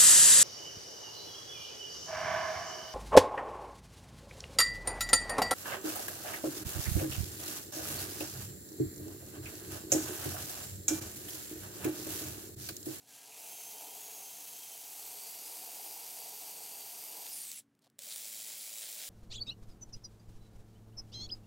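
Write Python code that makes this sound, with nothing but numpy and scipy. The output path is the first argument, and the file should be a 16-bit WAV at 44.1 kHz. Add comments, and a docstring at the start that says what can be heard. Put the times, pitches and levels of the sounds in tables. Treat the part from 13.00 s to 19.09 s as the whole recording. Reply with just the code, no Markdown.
"""Outdoors, at a stucco wall: a cordless drill bores in with a masonry bit, eases off, stops, reruns in the
open hole. One motor speed drives all: gear teeth knock as shaped random impacts and whine as sines at multiples
of mesh rate. Cutting edges crush grit and flutes rub (shaped impacts), the drill whistles briefly (noise-
modulated tones), and the chuck clacks and grit cracks (decaying noise). A distant machine hums (wavering sines)
over air noise; one close microphone hears it in mono."""
import sys
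import numpy as np
from scipy import signal
from scipy.fft import rfft, irfft, next_fast_len
from scipy.io import wavfile
from scipy.ndimage import uniform_filter1d, map_coordinates

SR = 44100
rng = np.random.default_rng(int(sys.argv[2]) if len(sys.argv) > 2 else 0)


def materialize(psi):
    """Save the field psi as 16-bit PCM at rate SR to the path in sys.argv[1].

    A 1-D psi becomes a single channel; in a 2-D psi each row is a channel.
    """
    bounded = np.clip(np.atleast_2d(psi).T, -1, 1)
    quanta = np.round(bounded * 32767).astype(np.int16)
    wavfile.write(sys.argv[1], SR, quanta)


N = 268569
TIME_S = np.arange(N) / SR

# Motor speed while boring, before wavering. Each row: time in seconds, gear mesh rate in Hz.
BORING_MESH_HZ = [(0, 1430), (0.04, 1500), (0.08, 1700), (0.13, 1545), (0.17, 1615), (0.28, 1630),
                  (0.34, 2114), (0.41, 2898), (0.45, 3106), (0.55, 3174), (0.86, 3102), (1.03, 3342),
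                  (1.15, 3294), (1.23, 3158), (1.61, 3204), (1.8, 3080), (1.9, 3302), (1.93, 3748),
                  (1.97, 3870), (2.03, 3905), (2.09, 4075), (2.23, 4105), (2.39, 4403), (2.56, 4473),
                  (2.69, 4337), (2.77, 4484), (2.98, 4569), (3.06, 4369), (3.17, 4565), (3.25, 4391),
                  (3.49, 4315), (3.57, 4114), (3.69, 4243), (3.79, 4096), (4.09, 4498), (4.25, 4352),
                  (4.28, 4232), (4.4, 4420), (4.45, 4080), (4.5, 3570), (4.55, 2830), (4.6, 2310)]
# Motor speed in the open hole, sagging where the flutes catch. Each row: time in seconds, mesh rate in Hz.
FREE_MESH_HZ = [(5.1, 4780), (5.2, 4630), (5.35, 4650), (5.46, 4746), (5.53, 4590), (5.62, 4660),
                (5.73, 4720), (5.83, 4775), (5.9, 4735), (5.96, 4775), (6.09, 4745)]
# Gears pressed tight by thrust or running slack. Each row: time in seconds, slack 0-1.
GEAR_SLACK = [(0, 0.07), (4.22, 0.06), (4.45, 0.35), (4.6, 0.89), (6.09, 0.94)]
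# Gear tones, carrier wobble to mesh overtones and sidebands. Each row: multiple of the mesh rate,
# relative level in dB slow, fast under thrust, fast and slack, and lift in dB while running down.
GEAR_TONES = [(.043, -46, -33, -34, 0), (.049, -33, -42, -42, 0), (.0704, -37, -35, -42, 0),
              (.82, -27, -31, -31, 0), (1, -17, -29, -29.5, -3), (1.048, -34, -23, -32, 14),
              (1.12, -27, -20, -31, -4), (1.25, -27, -27, -30, -4), (2, -11, -16, -13.5, -9),
              (2.168, -23, -19, -15, 8), (3, -24, -18, -18, 5), (4, -23, -26, -30, 0)]
# How well the housing radiates a tone. Each row: frequency in Hz, gain in dB.
RADIATION_DB = [(75, -19), (150, -4.5), (400, 0), (750, 3.5), (1600, -7), (2100, -1), (3200, -2.5),
                (3700, -3), (4300, -1), (4650, 6), (5000, 3), (5500, 1.5), (6350, -1.5), (6700, 1),
                (7200, -5), (8100, 6), (8650, -10), (9050, 4), (9300, -8.5), (9550, 2.5), (10100, 2),
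                (10350, -5), (10700, 4), (12000, 4), (13300, 3.5), (14200, 1)]
# Colour of the tight housing. Each row: frequency in Hz, relative level in dB.
TIGHT_COLOUR_DB = [(650, -37.5), (1100, -14), (1920, -14), (2140, -9), (2700, -8), (3730, -8), (4710, -4),
                   (5380, -5.5), (6210, -0.5), (7250, -5.5), (10100, -2.5), (12000, -2.5), (15600, -2.5)]
# Colour of the slack housing. Each row: frequency in Hz, relative level in dB.
SLACK_COLOUR_DB = [(530, -56), (900, -32), (1180, -22), (2370, -7.5), (2830, -9.5), (3150, -5.5),
                   (4620, -5), (5080, -4.5), (6530, -4), (7530, 1), (8590, -4), (9680, -2), (11700, -6.5),
                   (14000, -5), (15600, -3.5)]
# Housing resonances. Each row: centre in Hz, width in Hz, lift in dB.
HOUSING_BELLS = [(2760, 480, 2.5), (3950, 250, 0), (4870, 690, -1), (6320, 500, -2), (6770, 770, 1.5)]
# Ringing of the steel bit before it sinks in. 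Each row: centre in Hz, width in Hz, lift in dB.
BIT_BELLS = [(7550, 660, 3.5), (8230, 270, -1.5), (8620, 450, 3.5), (9400, 560, -4), (11020, 1400, 3.5),
             (13350, 480, 4), (13900, 450, -7), (14400, 600, 0)]
# Nearly flat base under the bit's ringing. Each row: frequency in Hz, relative level in dB.
BIT_BASE_DB = [(100, 0.0053), (16000, 0.0039)]
# How hard the bit bites while boring. Each row: time in seconds, level in dB before the wall trim.
BITE_DB = [(0.0, -76), (0.1, -71), (0.43, -61.5), (0.68, -62), (0.82, -56.5), (1.02, -62.5), (1.22, -59.5),
           (1.32, -64), (1.9, -64), (2.11, -60), (2.43, -62.5), (2.48, -59), (3.78, -60), (3.93, -63.5),
           (4.18, -58.5), (4.56, -78.5), (4.6, -76)]
# Colour of the wall under the bit. Each row: frequency in Hz, relative level in dB.
WALL_COLOUR_DB = [(150, -40), (250, -34), (268, -20), (312, -2.5), (360, -21.5), (397, -4.5), (414, 0),
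                  (478, -5), (534, -15.5), (694, 3), (960, -2), (1000, -1.5), (1060, -25), (1150, -15),
                  (1300, -29.5), (1690, -38), (2860, -120)]
# Colour of the wall around the open hole. Each row: frequency in Hz, relative level in dB.
HOLE_COLOUR_DB = [(150, -33), (250, -28), (270, -15.5), (351, -14), (613, -3), (921, -12.5), (1300, -16.5),
                  (1690, -50), (2860, -120)]
# Colour of the cracking crust. Each row: frequency in Hz, relative level in dB.
CRUST_COLOUR_DB = [(1500, -31), (2150, 0), (2700, 8), (3500, -16), (11000, -9), (15000, -19)]
# Short whistles and bright bursts of the drill, some of them gear tones falling as the motor runs down.
# Each row: start in seconds, length in seconds, midway pitch in Hz, width in Hz, level in dB.
DRILL_WHISTLES = [(4.288, 0.035, 14800, 900, -49), (4.289, 0.13, 5040, 450, -56),
                  (4.312, 0.12, 9940, 2000, -45), (4.383, 0.1, 9100, 450.8, -49.5),
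                  (4.441, 0.12, 8020, 900, -50.5), (4.534, 0.086, 10400, 1400, -50.5),
                  (4.565, 0.049, 8000, 900, -52), (5.079, 0.14, 9100, 900, -51),
                  (5.097, 0.06, 4100, 1300, -49), (5.782, 0.13, 9060, 900, -54)]
# Flutes rub the side of the hole. Each row: start in seconds, length in seconds, scrape and wall levels in dB.
FLUTE_RUBS = [(4.234, 0.068, -55, -83), (4.81, 0.07, -73, -78), (4.864, 0.016, -77, -69),
              (5.058, 0.034, -62, -64), (5.085, 0.064, -54, -89), (5.152, 0.039, -56, -65),
              (5.441, 0.13, -54, -64), (5.797, 0.12, -51, -66.5), (5.927, 0.2, -51, -66)]
# Colour of sand on the flutes. Each row: frequency in Hz, relative level in dB.
SCRAPE_COLOUR_DB = [(600, -30), (1500, 1.0), (2400, 3), (4000, 10.0), (8000, 0.5), (11000, 0), (16000, -8)]
# Short knocks: clacks of chuck and bit, and grit cracking in the open hole after the restart. 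Each row: start
# in seconds, onset level in dB before trim, 60 dB decay in seconds.
SHORT_KNOCKS = [(4.517, -33.5, 0.0058), (4.751, -70, 0.01), (4.791, -66, 0.012), (4.8214, -66, 0.012),
                (4.845, -64, 0.012), (4.9, -63, 0.012), (4.986, -53, 0.012), (4.9903, -35, 0.0094),
                (5.16, -33, 0.014), (5.2557, -37, 0.0091)]
# Distant machine. Each row: frequency in Hz, level in dB before swell and waver.
HUM_TONES = [(118.4, -89), (196, -93), (226.1, -81.5), (279.9, -80.5)]
# Slow swell of the hum. Each row: time in seconds, gain in dB.
HUM_SWELL_DB = [(0, -2), (2.3, -3.5), (4.7, 0), (6.09, -3.5)]
# Outdoor air. Each row: frequency in Hz, relative level in dB.
AIR_COLOUR_DB = [(25, -31), (48, -25), (70, -11), (95, -5), (115, 0), (170, 0.5), (260, -3), (400, -5.5),
                 (700, -16), (1500, -15.5), (4000, -27), (11000, -30), (15000, -38)]

START_S, STOP_S, RESTART_S = 0.057, 4.595, 4.987  # trigger
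ENGAGE_S, BRAKE_S, SPIN_UP_S = 0.03, 0.012, 0.04  # time constants
RING_OUT_S, UNLOAD_S = 0.033, 0.012  # rattle time constant after the stop; unloading ramp of the teeth before it
LOAD_WANDER, SLACK_JITTER = 0.0025, 0.0016  # rms shares of speed: uneven wall, backlash
MESH_PER_CARRIER, MESH_PER_EDGE = 42.6, 64  # mesh cycles per carrier turn and per cutting-edge pass
SLOW_MESH_HZ, HARD_MESH_HZ, SOFT_KNOCK_HZ = 1600, 3120, 9600  # soft knocks, hard knocks, treble edge of soft ones
SINK_S, SINK_LENGTH_S, BIT_RING_RISE = 0.3, 3.9, 0.085  # sinking of the bit; share by which its ring rises
GEAR_DB, GEAR_DB_PER_OCTAVE, REFERENCE_HZ = -46.5, 3.5, 4000
SLACK_DB, CREEP_DB = 0.07, -10.5  # gear lift at full slack; floor before the trigger takes hold
SPEED_UP_DB, SWEEP_OCTAVES_PER_S = -13, 2.5  # whine gain at full speed-up; scale of speed change
OPEN_HOLE_DB = -71  # light grinding, before the hole trim
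WHISTLE_SAG_HZ_PER_S, WHISTLE_SKEW = 6000, 0.63  # skew under 1: attack quicker than release
TOP_HZ = 15800


def undb(db):
    """Decibels to gain."""
    return 10 ** (np.asarray(db) / 20)


def curve(rows):
    """Second column of a table, joined by straight lines in time."""
    times_s, values = np.transpose(rows)
    return np.interp(TIME_S, times_s, values)


def unit(x):
    """Scale to rms 1."""
    return x / np.sqrt(np.mean(x ** 2))


def rise(start_s, time_s):
    """Exponential approach from 0 to 1."""
    return 1 - np.exp(-np.maximum(TIME_S - start_s, 0) / time_s)


def lowpass(x, order, edge_hz):
    """Butterworth treble cut."""
    return signal.sosfilt(signal.butter(order, edge_hz, fs=SR, output="sos"), x)


def colour(x, points, bells=()):
    """Minimum-phase filter from (Hz, dB) points and bell-shaped resonances; output at rms 1."""
    size = next_fast_len(N + 8192) * 2
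    hz = np.maximum(np.arange(size // 2 + 1) * SR / size, 1)
    point_hz, point_db = np.transpose(points)
    db = np.interp(np.log(hz), np.log(point_hz), point_db)
    for centre_hz, width_hz, lift_db in bells:
        db = db + lift_db * 2 ** -(2 * (hz - centre_hz) / width_hz) ** 2
    # folding the cepstrum makes the filter causal
    cepstrum = irfft(np.log(undb(db)))
    cepstrum[1:size // 2] *= 2
    cepstrum[size // 2 + 1:] = 0
    response = np.exp(rfft(cepstrum))
    return unit(irfft(rfft(x, size) * response)[:N])


def walk(rate_hz):
    """Smooth random drift with rms 1, a new target rate_hz times a second."""
    step = max(int(SR / rate_hz), 1)
    targets = rng.standard_normal(N)[:N // step + 1]
    return unit(uniform_filter1d(np.repeat(targets, step), step)[:N])


def impacts(rate_hz, spread_db):
    """Random tiny blows of either sign and uneven size, rate_hz a second on average; rms 1."""
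    hit = rng.random(N) < rate_hz / SR
    sign = np.sign(rng.standard_normal(N))
    size = undb(spread_db * np.minimum(rng.exponential(size=N), 5))
    return unit(hit * sign * size)


def throb(turns, depth):
    """A swell once a turn, of mean power 1."""
    return unit(np.exp(depth * np.cos(2 * np.pi * turns)))


def stretch(x, factor):
    """Shift all frequencies of a steady sound by a moving factor."""
    return map_coordinates(x, [np.cumsum(factor)], order=5, mode="mirror")


def motor(slack):
    """Mesh rate in Hz: boring, braked to a halt, spun up in the open hole; load and backlash shake it."""
    boring_hz = curve(BORING_MESH_HZ) * (1 - rise(STOP_S, BRAKE_S))
    free_hz = curve(FREE_MESH_HZ) * rise(RESTART_S, SPIN_UP_S)
    waver = 1 + LOAD_WANDER * walk(35) + SLACK_JITTER * slack * walk(120)
    return np.maximum(boring_hz + free_hz, 1e-3) * waver


def speed_change(mesh_hz):
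    """How fast the motor gains speed, from -1 (running down) to 1 (speeding up)."""
    octaves = np.log2(np.maximum(mesh_hz, 1000))
    octaves_per_s = uniform_filter1d(np.gradient(octaves) * SR, size=4000)
    return np.tanh(octaves_per_s / SWEEP_OCTAVES_PER_S)


def rattle(mesh, mesh_hz, slack):
    """Teeth knock: three times a carrier turn under thrust, ringing the bit; once and twice when slack."""
    carrier = mesh / MESH_PER_CARRIER
    ring = colour(impacts(rate_hz=22000, spread_db=2.0), BIT_BASE_DB, BIT_BELLS)
    depth = np.clip((TIME_S - SINK_S) / SINK_LENGTH_S, 0, 1)
    ring = unit(stretch(ring, 1 + BIT_RING_RISE * depth))
    tight = ring * throb(3 * carrier, depth=0.17) * undb(1.0 * walk(300) + 0.07 * walk(25.17))

    loose = impacts(rate_hz=20000, spread_db=1.0)
    loose = loose * throb(carrier, depth=0.21) * throb(2 * carrier, depth=0.13)
    loose = loose * undb(1.13 * walk(300) + 0.5 * walk(28))

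    tight_knocks = undb(1.0) * colour(tight, TIGHT_COLOUR_DB, HOUSING_BELLS)
    loose_knocks = undb(1.52) * colour(loose, SLACK_COLOUR_DB)
    knocks = np.sqrt(1 - slack) * tight_knocks + np.sqrt(slack) * loose_knocks
    # slow teeth knock more dully
    dull = lowpass(knocks, 1, SOFT_KNOCK_HZ)
    hardness = np.clip((mesh_hz - SLOW_MESH_HZ) / (HARD_MESH_HZ - SLOW_MESH_HZ), 0, 1)
    return dull + hardness * (knocks - dull)


def whine(mesh, mesh_hz, slack, sweep):
    """Gear tones flutter, flare on housing resonances, and change level as the motor speeds up or runs down."""
    radiation_hz, radiation_db = np.transpose(RADIATION_DB)
    # slow teeth meet softly and make few overtones
    hardness = np.minimum(mesh_hz / 2800, 1)
    fast = np.clip((mesh_hz - 3400) / 600, 0, 1)
    out = 0
    for multiple, slow_db, tight_db, slack_db, coast_db in GEAR_TONES:
        fast_db = tight_db + slack * (slack_db - tight_db)
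        level_db = slow_db + fast * (fast_db - slow_db)
        level_db = level_db + np.interp(multiple * mesh_hz, radiation_hz, radiation_db)
        level_db = level_db + np.where(sweep > 0, SPEED_UP_DB, coast_db) * sweep ** 2
        overtone_gain = hardness ** (2 * max(multiple - 1, 0))
        flutter = unit(undb(2.0 * walk(70) + 2.0 * walk(16)))
        phase = 2 * np.pi * multiple * mesh + 0.22 * multiple * walk(140)
        out = out + undb(level_db) * overtone_gain * flutter * np.sqrt(2) * np.sin(phase)
    return out


def gear_gain(mesh_hz, slack):
    """Gearbox loudness follows speed and slack."""
    return undb(GEAR_DB + GEAR_DB_PER_OCTAVE * np.log2(mesh_hz / REFERENCE_HZ) + SLACK_DB * slack)


def gearbox(mesh, mesh_hz, slack):
    """Rattle and whine: the gears sing from the first turn but hardly rattle until the trigger takes hold."""
    engaged = np.maximum(rise(START_S, ENGAGE_S), undb(CREEP_DB))
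    ring_out = 1 - rise(STOP_S, RING_OUT_S) * (TIME_S < RESTART_S)
    knocks = engaged * ring_out * rattle(mesh, mesh_hz, slack)
    # the teeth stop singing as the brake takes over
    driven = np.clip((STOP_S - TIME_S) / UNLOAD_S, 0, 1) + (TIME_S > RESTART_S)
    tones = driven * np.sqrt(engaged) * whine(mesh, mesh_hz, slack, speed_change(mesh_hz))
    return gear_gain(mesh_hz, slack) * (knocks + tones)


def kick(from_hz=620, fall_s=0.14, decay_s=0.029, db=-60):
    """A short falling grunt as the motor jerks into motion."""
    age_s = np.maximum(TIME_S - RESTART_S, 0)
    phase = np.cumsum(from_hz * np.exp(-age_s / fall_s) * (age_s > 0)) / SR
    return undb(db) * np.exp(-age_s / decay_s) * np.sin(2 * np.pi * phase)


def grinding(mesh, slack):
    """Cutting edges crush grit, swelling at each edge pass; the wall colour gives way to the open hole's."""
    grit = impacts(rate_hz=1400, spread_db=2.0)
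    grit = grit * throb(mesh / MESH_PER_EDGE, depth=0.099) * undb(0.64 * walk(25.36))
    wall = undb(-0.4) * colour(grit, WALL_COLOUR_DB)
    hole = undb(1.5) * colour(grit, HOLE_COLOUR_DB)
    boring_gain = undb(curve(BITE_DB)) * (1 - rise(STOP_S, BRAKE_S))
    open_gain = undb(OPEN_HOLE_DB) * rise(RESTART_S, SPIN_UP_S)
    return (boring_gain + open_gain) * (np.sqrt(1 - slack) * wall + np.sqrt(slack) * hole)


def crust(start_s=0.285, decay_s=0.58, db=-61):
    """Coarse grains of the stucco's hard skin crack as the tip breaks in."""
    grains = colour(impacts(rate_hz=900, spread_db=1.5), CRUST_COLOUR_DB)
    envelope = rise(start_s, ENGAGE_S) * (1 - rise(start_s, decay_s))
    return undb(db) * envelope * grains


def whistles(mesh):
    """Short whistles and bright bursts of the drill: noise bands on falling tones, throbbing at the edge rate."""
    noise = impacts(rate_hz=9000, spread_db=2.5) * throb(mesh / MESH_PER_EDGE, depth=0.22)
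    out = 0
    for start_s, length_s, pitch_hz, width_hz, db in DRILL_WHISTLES:
        age_s = np.clip(TIME_S - start_s, 0, length_s)
        band = lowpass(noise, 2, width_hz / 2)
        falling_hz = pitch_hz - WHISTLE_SAG_HZ_PER_S * (age_s - length_s / 2)
        tone = np.sin(2 * np.pi * np.cumsum(falling_hz) / SR)
        envelope = np.sin(np.pi * (age_s / length_s) ** WHISTLE_SKEW)
        out = out + undb(db) * envelope * unit(band * tone)
    return out


def rubbing():
    """Each rub swells and fades: sand scrapes on the flutes and the wall around the hole booms."""
    sand = impacts(rate_hz=1500, spread_db=4.0)
    scrape = colour(sand, SCRAPE_COLOUR_DB)
    wall = colour(sand, HOLE_COLOUR_DB)
    out = 0
    for start_s, length_s, scrape_db, wall_db in FLUTE_RUBS:
        swell = np.sin(np.pi * np.clip((TIME_S - start_s) / length_s, 0, 1))
        out = out + swell * (undb(scrape_db) * scrape + undb(wall_db) * wall)
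    return out


def clacks():
    """Short knocks of steel in the chuck and of grit cracking in the hole: decaying noise in the slack
    housing's colour."""
    ring = colour(rng.standard_normal(N), SLACK_COLOUR_DB)
    gain = 0
    for start_s, db, t60_s in SHORT_KNOCKS:
        decay_db = 60 * np.maximum(TIME_S - start_s, 0) / t60_s
        gain = gain + undb(db - decay_db) * (TIME_S >= start_s)
    return undb(0.5) * gain * ring


def outdoors():
    """A far machine's hum, wavering in level and phase, over soft air noise."""
    hum = 0
    for hz, db in HUM_TONES:
        level = undb(db + 2.0 * walk(4.2))
        hum = hum + level * np.sqrt(2) * np.sin(2 * np.pi * hz * TIME_S + 0.48 * walk(6))
    air = undb(-77.5) * colour(rng.standard_normal(N), AIR_COLOUR_DB)
    return undb(curve(HUM_SWELL_DB)) * hum + air


def scene():
    """One motor speed drives gears and bit; both channels carry the same sound."""
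    slack = np.clip(curve(GEAR_SLACK), 0, 1)
    mesh_hz = motor(slack)
    mesh = np.cumsum(mesh_hz) / SR  # mesh cycles so far
    drill = gearbox(mesh, mesh_hz, slack) + kick() + whistles(mesh)
    bit = grinding(mesh, slack) + crust() + rubbing()
    return np.tile(drill + bit + clacks() + outdoors(), (2, 1))


def record(dry):
    """The microphone sheds the deep bass and the recorder cuts the top steeply."""
    thin = signal.sosfilt(signal.butter(2, 55, "highpass", fs=SR, output="sos"), dry)
    return signal.sosfilt(signal.ellip(10, .2, 70, TOP_HZ, fs=SR, output="sos"), thin)


dry = scene()
out = record(dry)
materialize(out)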